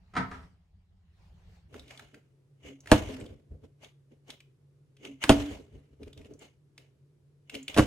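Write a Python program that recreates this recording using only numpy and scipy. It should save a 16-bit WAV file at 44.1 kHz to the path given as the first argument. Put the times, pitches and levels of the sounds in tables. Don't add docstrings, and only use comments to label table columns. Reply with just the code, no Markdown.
import sys
import numpy as np
from scipy import signal
from scipy.fft import rfft, irfft, next_fast_len
from scipy.io import wavfile
from scipy.ndimage import uniform_filter1d, map_coordinates

SR = 44100
rng = np.random.default_rng(int(sys.argv[2]) if len(sys.argv) > 2 else 0)


def to_wav(s):
    ch = np.atleast_2d(s).T
    pcm = np.round(np.clip(ch, -1, 1) * 32767)
    wavfile.write(sys.argv[1], SR, pcm.astype(np.int16))


N = 346626

# frequency in Hz, relative density in dB per Hz.
RUMBLE_COLOUR = [(12, -33), (20, -16), (87, -1.5), (130, -19.5), (177, -9), (245, -33.5), (437, -38),
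                 (500, -43.5), (650, -72.5), (1100, -120)]
# frequency in Hz, relative density in dB per Hz.
ATTIC_NOISE_COLOUR = [(180, -41), (300, -9.5), (434, -5), (471, -9), (762, -6), (1160, -12), (1910, -11.5),
                      (4540, -17.5), (14000, -38)]
# peak in seconds, rise in seconds, fall in seconds, level in dB.
ATTIC_SWELLS = [(.33, 0.24, 0.176, -59), (.45, 0.12, .05, -69.5), (1.23, .15, 0.46, -72.5),
                (1.56, 0.24, 0.1, -68)]
# frequency in Hz, relative density in dB per Hz.
ROOM_AIR_COLOUR = [(12, -51), (20, -31.5), (47, -17), (141, -0.5), (166, -11.5), (197, -19), (406, -14),
                   (730, -32.5), (11200, -47.5), (15700, -66.5)]
# frequency in Hz, likeness from -1 to 1.
LIKENESS = [(60, 1), (240, 0.81), (950, 0.22), (3770, -0.053), (15000, 0.93)]
# frequency in Hz, time to fall 60 dB in seconds.
ROOM_DECAY = [(100, .5), (500, .5), (2500, 0.38), (10000, 0.29)]
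# frequency in Hz, left lead in radians.
PORT_LEAD = [(200, -1.16), (600, -0.9), (2070, -1.23), (3100, 1.65), (5170, 2.16), (8800, 0.9),
             (12000, -2.5), (15400, -4.5)]
# frequency in Hz, left minus right in dB.
PORT_LEAN = [(60, -1.5), (180, 0), (550, -4), (1650, -1.5), (4970, 0.5), (15000, 1.5)]
# start in seconds, place by name.
PLACES = [(0, "floor"), (1.8, "hand"), (2.6, "air"), (2.916, "floor"), (3.7, "hand"), (4.95, "air"),
          (5.294, "floor"), (6.38, "hand"), (7.45, "air"), (7.764, "floor")]
NECK_SHARE = {"floor": .2, "hand": 0.4, "air": .8}
THUD_OVER_BODY_DB = {"floor": 1.5, "hand": -8, "air": -10}
# peak in seconds, fall in seconds, splash level in dB, bottle body level in dB.
NOISE_SURGES = [(1.751, .18, -56, -49.5), (1.91, 0.16, -54.5, -64.5), (2.009, 0.2, -62.5, -64),
                (2.153, 0.045, -66, -55.5), (2.93, 0.16, -34, -36.5), (3.09, 0.18, -50, -40),
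                (3.229, .05, -75.5, -42), (3.29, 0.13, -73.5, -50.5), (3.52, 0.083, -88, -51),
                (3.64, 0.06, -68, -51), (3.835, 0.077, -53, -56.5), (4.12, 0.063, -73, -62),
                (4.296, 0.068, -49.5, -54), (5.23, 0.014, -31, -55), (5.308, 0.12, -32, -39),
                (5.411, 0.21, -48, -41.5), (5.518, 0.089, -50.5, -44.5), (5.75, 0.16, -68.5, -56.5),
                (5.93, 0.046, -77, -59), (6.019, 0.076, -69, -47), (6.075, .075, -66, -52),
                (6.188, .11, -62.5, -49), (6.259, 0.026, -58, -61), (6.31, 0.077, -69.5, -47.5),
                (6.423, 0.076, -50, -55), (6.8, .12, -65.5, -66), (7.699, 0.048, -44, -46),
                (7.789, 0.11, -30, -31.5)]
# peak in seconds, splash level in dB.
THROWS = [(2.668, -48.5), (5.055, -46.5), (7.549, -47)]
# frequency in Hz, relative density in dB per Hz.
SPLASH_COLOUR = [(350, -32), (600, -4), (929, -11), (1140, -13), (1790, -15), (2880, -14.5), (4520, -21),
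                 (6720, -24), (12800, -35.5), (15700, -46.5)]
# centre in Hz, width in Hz, relative level in dB.
BODY_RESONANCES = [(217, 45, -8.5), (286, 30, -2.5), (415, 40, -3.5), (520, 74, -10.5), (634, 71, -14.5)]
# centre in Hz, width in Hz, relative level in dB.
NECK_RESONANCES = [(2160, 190, 0), (2933, 170, 2), (3460, 240, -9.5), (6520, 580, -11.5)]
# start in seconds, hold in seconds, pitch in Hz, level in dB.
LANDING_HOOTS = [(2.96, 0.02, 300.3, -35), (3.138, 0.018, 262, -40), (5.305, .012, 282.3, -17),
                 (5.369, .12, 286, -35.5)]
# delay in seconds, hold in seconds, pitch in Hz, level over splash in dB.
THROW_HOOT = (0.03, 0.0536, 272, -1.5)
# time in seconds, dry peak before the room in dB, centre in Hz.
CLICKS = [(1.742, -41.5, 1330), (1.795, -38.5, 3830), (1.88, -48, 2880), (1.908, -38.5, 2180),
          (1.975, -41.5, 3550), (1.995, -36, 1628), (2.144, -42.5, 1860), (2.805, -48, 6253),
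          (2.859, -41.5, 1915), (2.873, -33, 1800), (3.201, -47.5, 7950), (3.211, -43, 2500),
          (3.262, -46, 3313), (3.845, -41.5, 3466), (4.303, -32, 3320), (4.404, -44.5, 2315),
          (4.968, -54.5, 2960), (5.051, -35, 2802), (5.2383, -17.5, 1800), (6.032, -45.5, 2570),
          (6.08, -52, 2600), (6.13, -45.5, 3455), (6.176, -45, 3200), (6.215, -50, 2300),
          (6.247, -51, 2880), (6.337, -52, 6000), (6.392, -48, 7050), (6.779, -41, 2710),
          (7.497, -33, 2554), (7.543, -31.5, 2390), (7.551, -27.5, 2940), (7.629, -44, 6830),
          (7.681, -24, 2950), (7.744, -28, 3000)]
# time in seconds, relative level in dB.
FAR_BLOWS = [(0.138, -36), (0.154, -26.5), (0.166, -18), (0.173, -19), (0.314, -30.5), (0.344, -38),
             (0.379, -49), (0.43, -52)]
# frequency in Hz, relative level in dB, time to fall 60 dB in seconds.
CABINET_MODES = [(76, -14.5, .2), (131.3, -12.5, 0.14), (190.4, -10, 0.16), (261.2, -12, 0.17),
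                 (400, -14.5, 0.086), (699.5, -13, .08), (955, -10.5, 0.12), (1269, -1, 0.099),
                 (1544, -6, 0.052), (1917, -3.5, 0.13), (2300, -11.5, 0.061)]
# time in seconds, relative level in dB, low ring in dB over it, crack in dB over it.
BLOWS = [(2.9163, -1, -1, -1), (2.924, -14.5, 0, -12.5), (5.2391, -17, -13, 1.5), (5.2936, -5, 1.5, 3.5),
         (5.301, -11.5, 2.5, -9.5), (7.764, -24, 4.5, -3), (7.770, -21, 3.5, -6.5), (7.776, -14, 1, 2.5),
         (7.783, -8.5, -0.5, -4), (7.793, -11, 2.5, -27)]
# frequency in Hz, relative level in dB, time to fall 60 dB in seconds.
LANDING_MODES = [(62, -9, .2), (95, -3, 0.16), (126, -3.5, 0.098), (229, -9, 0.11), (296.3, 1.5, 0.11),
                 (409, -4, 0.046), (505.7, -5, 0.1), (596, -9, 0.023), (662.7, -4, 0.092),
                 (806, -13, 0.021), (989, -9, 0.08), (1040, -9.5, 0.022), (1345, -5.5, 0.02),
                 (1530.5, -8, 0.048)]
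# frequency in Hz, relative density in dB per Hz.
CRACK_COLOUR = [(530, -37.5), (900, -2), (1640, -9), (2130, -13), (2770, -5.5), (4680, -16.5),
                (9600, -21.5), (12600, -31.5), (15700, -65)]

ROOM_CHANGE_S, TOP_HZ = 1.68, 15820
RUMBLE_DB, STILL_DB, RUMBLE_SWELL_DB = -59, -83, 2
HUM_HZ, HUM_DB = 140.3, -64.5
HUM_DIP_DB, HUM_BACK_S = 8.5, .5
SURGE_RISE_S, RISE_OVER_FALL = 0.011, .22
THROW_RISE_S, THROW_FALL_S, THROW_BODY_DB = .045, .085, 2
HOOT_RISE_S, HOOT_FALL_S = .022, .06


def amp(db):
    return 10 ** (np.asarray(db) / 20)


def unit(x):
    return x / np.sqrt(np.mean(x ** 2) + 1e-20)


def along(points, hz):
    f, v = np.transpose(points)
    return np.interp(np.log(hz + 1), np.log(f + 1), v)


def colour(spectrum):
    return lambda hz: amp(along(spectrum, hz))


def wobble(rate):
    knots = rng.standard_normal(int(N * rate / SR) + 4)
    return map_coordinates(knots, [np.arange(N) * rate / SR])


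def filtered(x, response):
    m = next_fast_len(x.shape[-1] + 8192)
    spectrum = rfft(x, m) * response(np.fft.rfftfreq(m, 1 / SR))
    return irfft(spectrum, m)[..., :x.shape[-1]]


def resonances(modes):
    def response(f):
        return sum((-1) ** k * amp(db) * 1j * f * width / (centre ** 2 - f * f + 1j * f * width)
                   for k, (centre, width, db) in enumerate(modes))
    return response


def stereo(pair, gain=lambda hz: 1):
    def mid_side(hz):
        turn = np.arccos(np.clip(along(LIKENESS, hz), -1, 1)) / 2
        return gain(hz) * np.array([np.cos(turn), np.sin(turn)])
    mid, side = filtered(pair, mid_side)
    return np.array([mid + side, mid - side])


def rush(gain, grain_db=0, grain_rate=100):
    lumps = amp(grain_db * wobble(grain_rate))
    return unit(stereo(rng.standard_normal((2, N)) * lumps, gain))


def patchy(x, depth_db):
    z = signal.stft(x, nperseg=512)[2]
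    field = uniform_filter1d(rng.standard_normal(z.shape[1:]), size=7, axis=0)
    field = uniform_filter1d(field, size=9, axis=1)
    return unit(signal.istft(z * amp(depth_db * unit(field)), nperseg=512)[1][:, :N])


def swells(rows, gains):
    out = np.zeros((len(gains), N))
    for (s, rise, fall), gain in zip(rows, np.transpose(gains)):
        first, last = max(round((s - 3 * rise) * SR), 0), min(round((s + 3 * fall) * SR), N)
        span = np.arange(first, last)
        t = span / SR - s
        out[:, span] += gain[:, None] * amp(-20 * np.maximum(-t / rise, t / fall))
    return out


def ring(modes, t, spread_db, wander):
    out = np.zeros(len(t))
    for hz, db, t60 in modes:
        walk = wander * np.cumsum(rng.standard_normal(len(t))) / np.sqrt(SR)
        decay = amp(db + rng.normal(0, spread_db) - 60 * t / t60)
        out += decay * np.sin(2 * np.pi * hz * t + hz / 20 * walk)
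    return out


def add(track, s, sound):
    part = track[round(s * SR):][:len(sound)]
    part += sound[:len(part)]


def ports(x, share):
    def half(hz):
        short_waves = hz ** 4 / (hz ** 4 + 350 ** 4)
        lean = amp(share * along(PORT_LEAN, hz) / 2)
        return lean * np.exp(.5j * share * short_waves * along(PORT_LEAD, hz))
    return filtered(x, lambda hz: np.array([half(hz), 1 / half(hz)]))


def room(x, decays, scale, wet_db, share):
    hz, t, z = signal.stft(rng.standard_normal((2, SR * 3 // 4)), SR, nperseg=256)
    t60 = scale * along(decays, hz)[:, None]
    tail = signal.istft(z * amp(-60 * t / t60), SR, nperseg=256)[1]
    tail = stereo(tail / np.linalg.norm(tail[0]))
    delayed = np.pad(x, (150, 0))[None]
    wet = signal.fftconvolve(delayed, tail, axes=1)[:, :N]
    return ports(x, share) + amp(wet_db) * wet


def attic():
    rows = np.array(ATTIC_SWELLS)
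    swell, = swells(rows[:, :3], [amp(rows[:, 3])])
    rumble = rush(colour(RUMBLE_COLOUR), grain_db=3.5, grain_rate=14)
    slosh_and_rustle = patchy(rush(colour(ATTIC_NOISE_COLOUR)), depth_db=2.5)
    rumble_level = amp(RUMBLE_DB) + amp(RUMBLE_SWELL_DB) * swell
    return rumble_level * rumble + (amp(STILL_DB) + swell) * slosh_and_rustle


def kitchen_air():
    t = np.arange(N) / SR
    dip = sum((t > s) * np.exp(-np.abs(t - s) / HUM_BACK_S) for s, place in PLACES if place == "floor")
    level = amp(HUM_DB - HUM_DIP_DB * dip + 1.8 * wobble(22))
    cycles = np.cumsum(HUM_HZ + 4.5 * wobble(16)) / SR
    hum = np.sqrt(2) * level * np.sin(2 * np.pi * cycles)
    return hum + amp(-66.5) * rush(colour(ROOM_AIR_COLOUR))


def slosh():
    rows = [(s, SURGE_RISE_S + RISE_OVER_FALL * fall, fall, db, body_db) for s, fall, db, body_db in NOISE_SURGES]
    rows += [(s, THROW_RISE_S, THROW_FALL_S, db, db + THROW_BODY_DB) for s, db in THROWS]
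    rows = np.array(rows)
    places = [[place for start, place in PLACES if start <= s][-1] for s in rows[:, 0]]
    share = np.clip([NECK_SHARE[place] for place in places], 0, 1)
    splash_gain, body_gain = amp(rows[:, 3:].T)
    thud_gain = body_gain * amp([THUD_OVER_BODY_DB[place] for place in places])
    gains = [splash_gain * np.sqrt(1 - share), splash_gain * np.sqrt(share), body_gain, thud_gain]
    spatter, hiss, body, thud = swells(rows[:, :3], gains)
    boards = lambda f: (f / 70) ** 3 / (1 + (f / 75) ** 6)
    out = spatter * patchy(rush(colour(SPLASH_COLOUR), grain_db=2.5, grain_rate=160), depth_db=2.2)
    out += hiss * rush(resonances(NECK_RESONANCES), grain_db=2.5, grain_rate=120)
    out += body * rush(resonances(BODY_RESONANCES), grain_db=3.5, grain_rate=60)
    return out + thud * rush(boards, grain_db=4, grain_rate=17)


def hoots():
    lag, hold, hz, over_db = THROW_HOOT
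    rows = LANDING_HOOTS + [(s + lag, hold, hz, db + over_db) for s, db in THROWS]
    s, hold, hz, db = np.transpose(rows)[..., None]
    t, waver = np.arange(N) / SR, np.cumsum(5 * wobble(30))
    fade = np.maximum(np.maximum((s - t) / HOOT_RISE_S, (t - s - hold) / HOOT_FALL_S), 0)
    notes = amp(db - 20 * fade) * np.sin(2 * np.pi * (hz * t + waver / SR))
    return ports(np.sqrt(2) * amp(1.5 * wobble(40)) * notes.sum(axis=0), share=.6)


def clicks():
    out, t = np.zeros(N), np.arange(SR // 16) / SR
    for s, db, centre_hz in CLICKS:
        def peak(f):
            broad = .12 * f / (f + 900) / (1 + (f / 9000) ** 4)
            return broad + 1j * f * 600 / (centre_hz ** 2 - f * f + 1j * f * 600)
        puff = (1 - np.exp(-t / 0.0018)) * amp(-60 * t / 0.022) * rng.standard_normal(len(t))
        click = filtered(puff, peak)
        add(out, s - .001, amp(db) * click / np.abs(click).max())
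    return room(out, ROOM_DECAY, scale=0.83, wet_db=-8.5, share=0.79)


def far_landing():
    out, t = np.zeros(N), np.arange(SR // 3) / SR
    dull = lambda hz: (1 + 1j * hz / 2200) ** -2 / (1 + (hz / 11000) ** 12)
    for s, db in FAR_BLOWS:
        modes = ring(CABINET_MODES, t, spread_db=1.5, wander=.4)
        clatter = amp(-60 * t / 0.066) * rng.standard_normal(len(t))
        onset = 1 - np.exp(-t / 0.002)
        add(out, s - .002, amp(db - 5) * filtered(onset * (modes + 1.4 * clatter), dull))
    return room(out, ROOM_DECAY, scale=0.73, wet_db=-0.5, share=0.31)


def landings():
    low, sharp, t = np.zeros(N), np.zeros(N), np.arange(SR // 3) / SR
    for s, db, weight_db, crack_db in BLOWS:
        add(low, s, amp(db + weight_db - 6) * ring(LANDING_MODES, t, spread_db=2.0, wander=.7))
        burst = amp(-60 * t / 0.089) * rng.standard_normal(len(t)) * 0.16
        burst[0] = 3.2
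        add(sharp, s, amp(db + crack_db) * burst)
    sharp = amp(14.5) * filtered(sharp, colour(CRACK_COLOUR))

    def bending(hz):
        phase = 2 * np.pi * .12 * (np.sqrt(hz) - hz / np.sqrt(4 * TOP_HZ))
        return np.exp(-1j * phase) * hz / (hz + 40)
    return room(filtered(low + sharp, bending), ROOM_DECAY, scale=0.66, wet_db=-14.5, share=0.74)


def scene():
    later = np.clip((np.arange(N) / SR - ROOM_CHANGE_S) / 0.0058, 0, 1)
    far_room = attic() + far_landing()
    near_room = kitchen_air() + slosh() + hoots() + clicks() + landings()
    return (1 - later) * far_room + later * near_room


def record(dry):
    hiss = amp(-93) * filtered(rng.standard_normal((2, N)), lambda hz: 1 / (1 + (hz / 11500) ** 8))
    held = (dry + hiss) / (1 + np.abs(dry) ** 6) ** (1 / 6)
    return filtered(held, lambda hz: hz < TOP_HZ)


dry = scene()
out = record(dry)
to_wav(out)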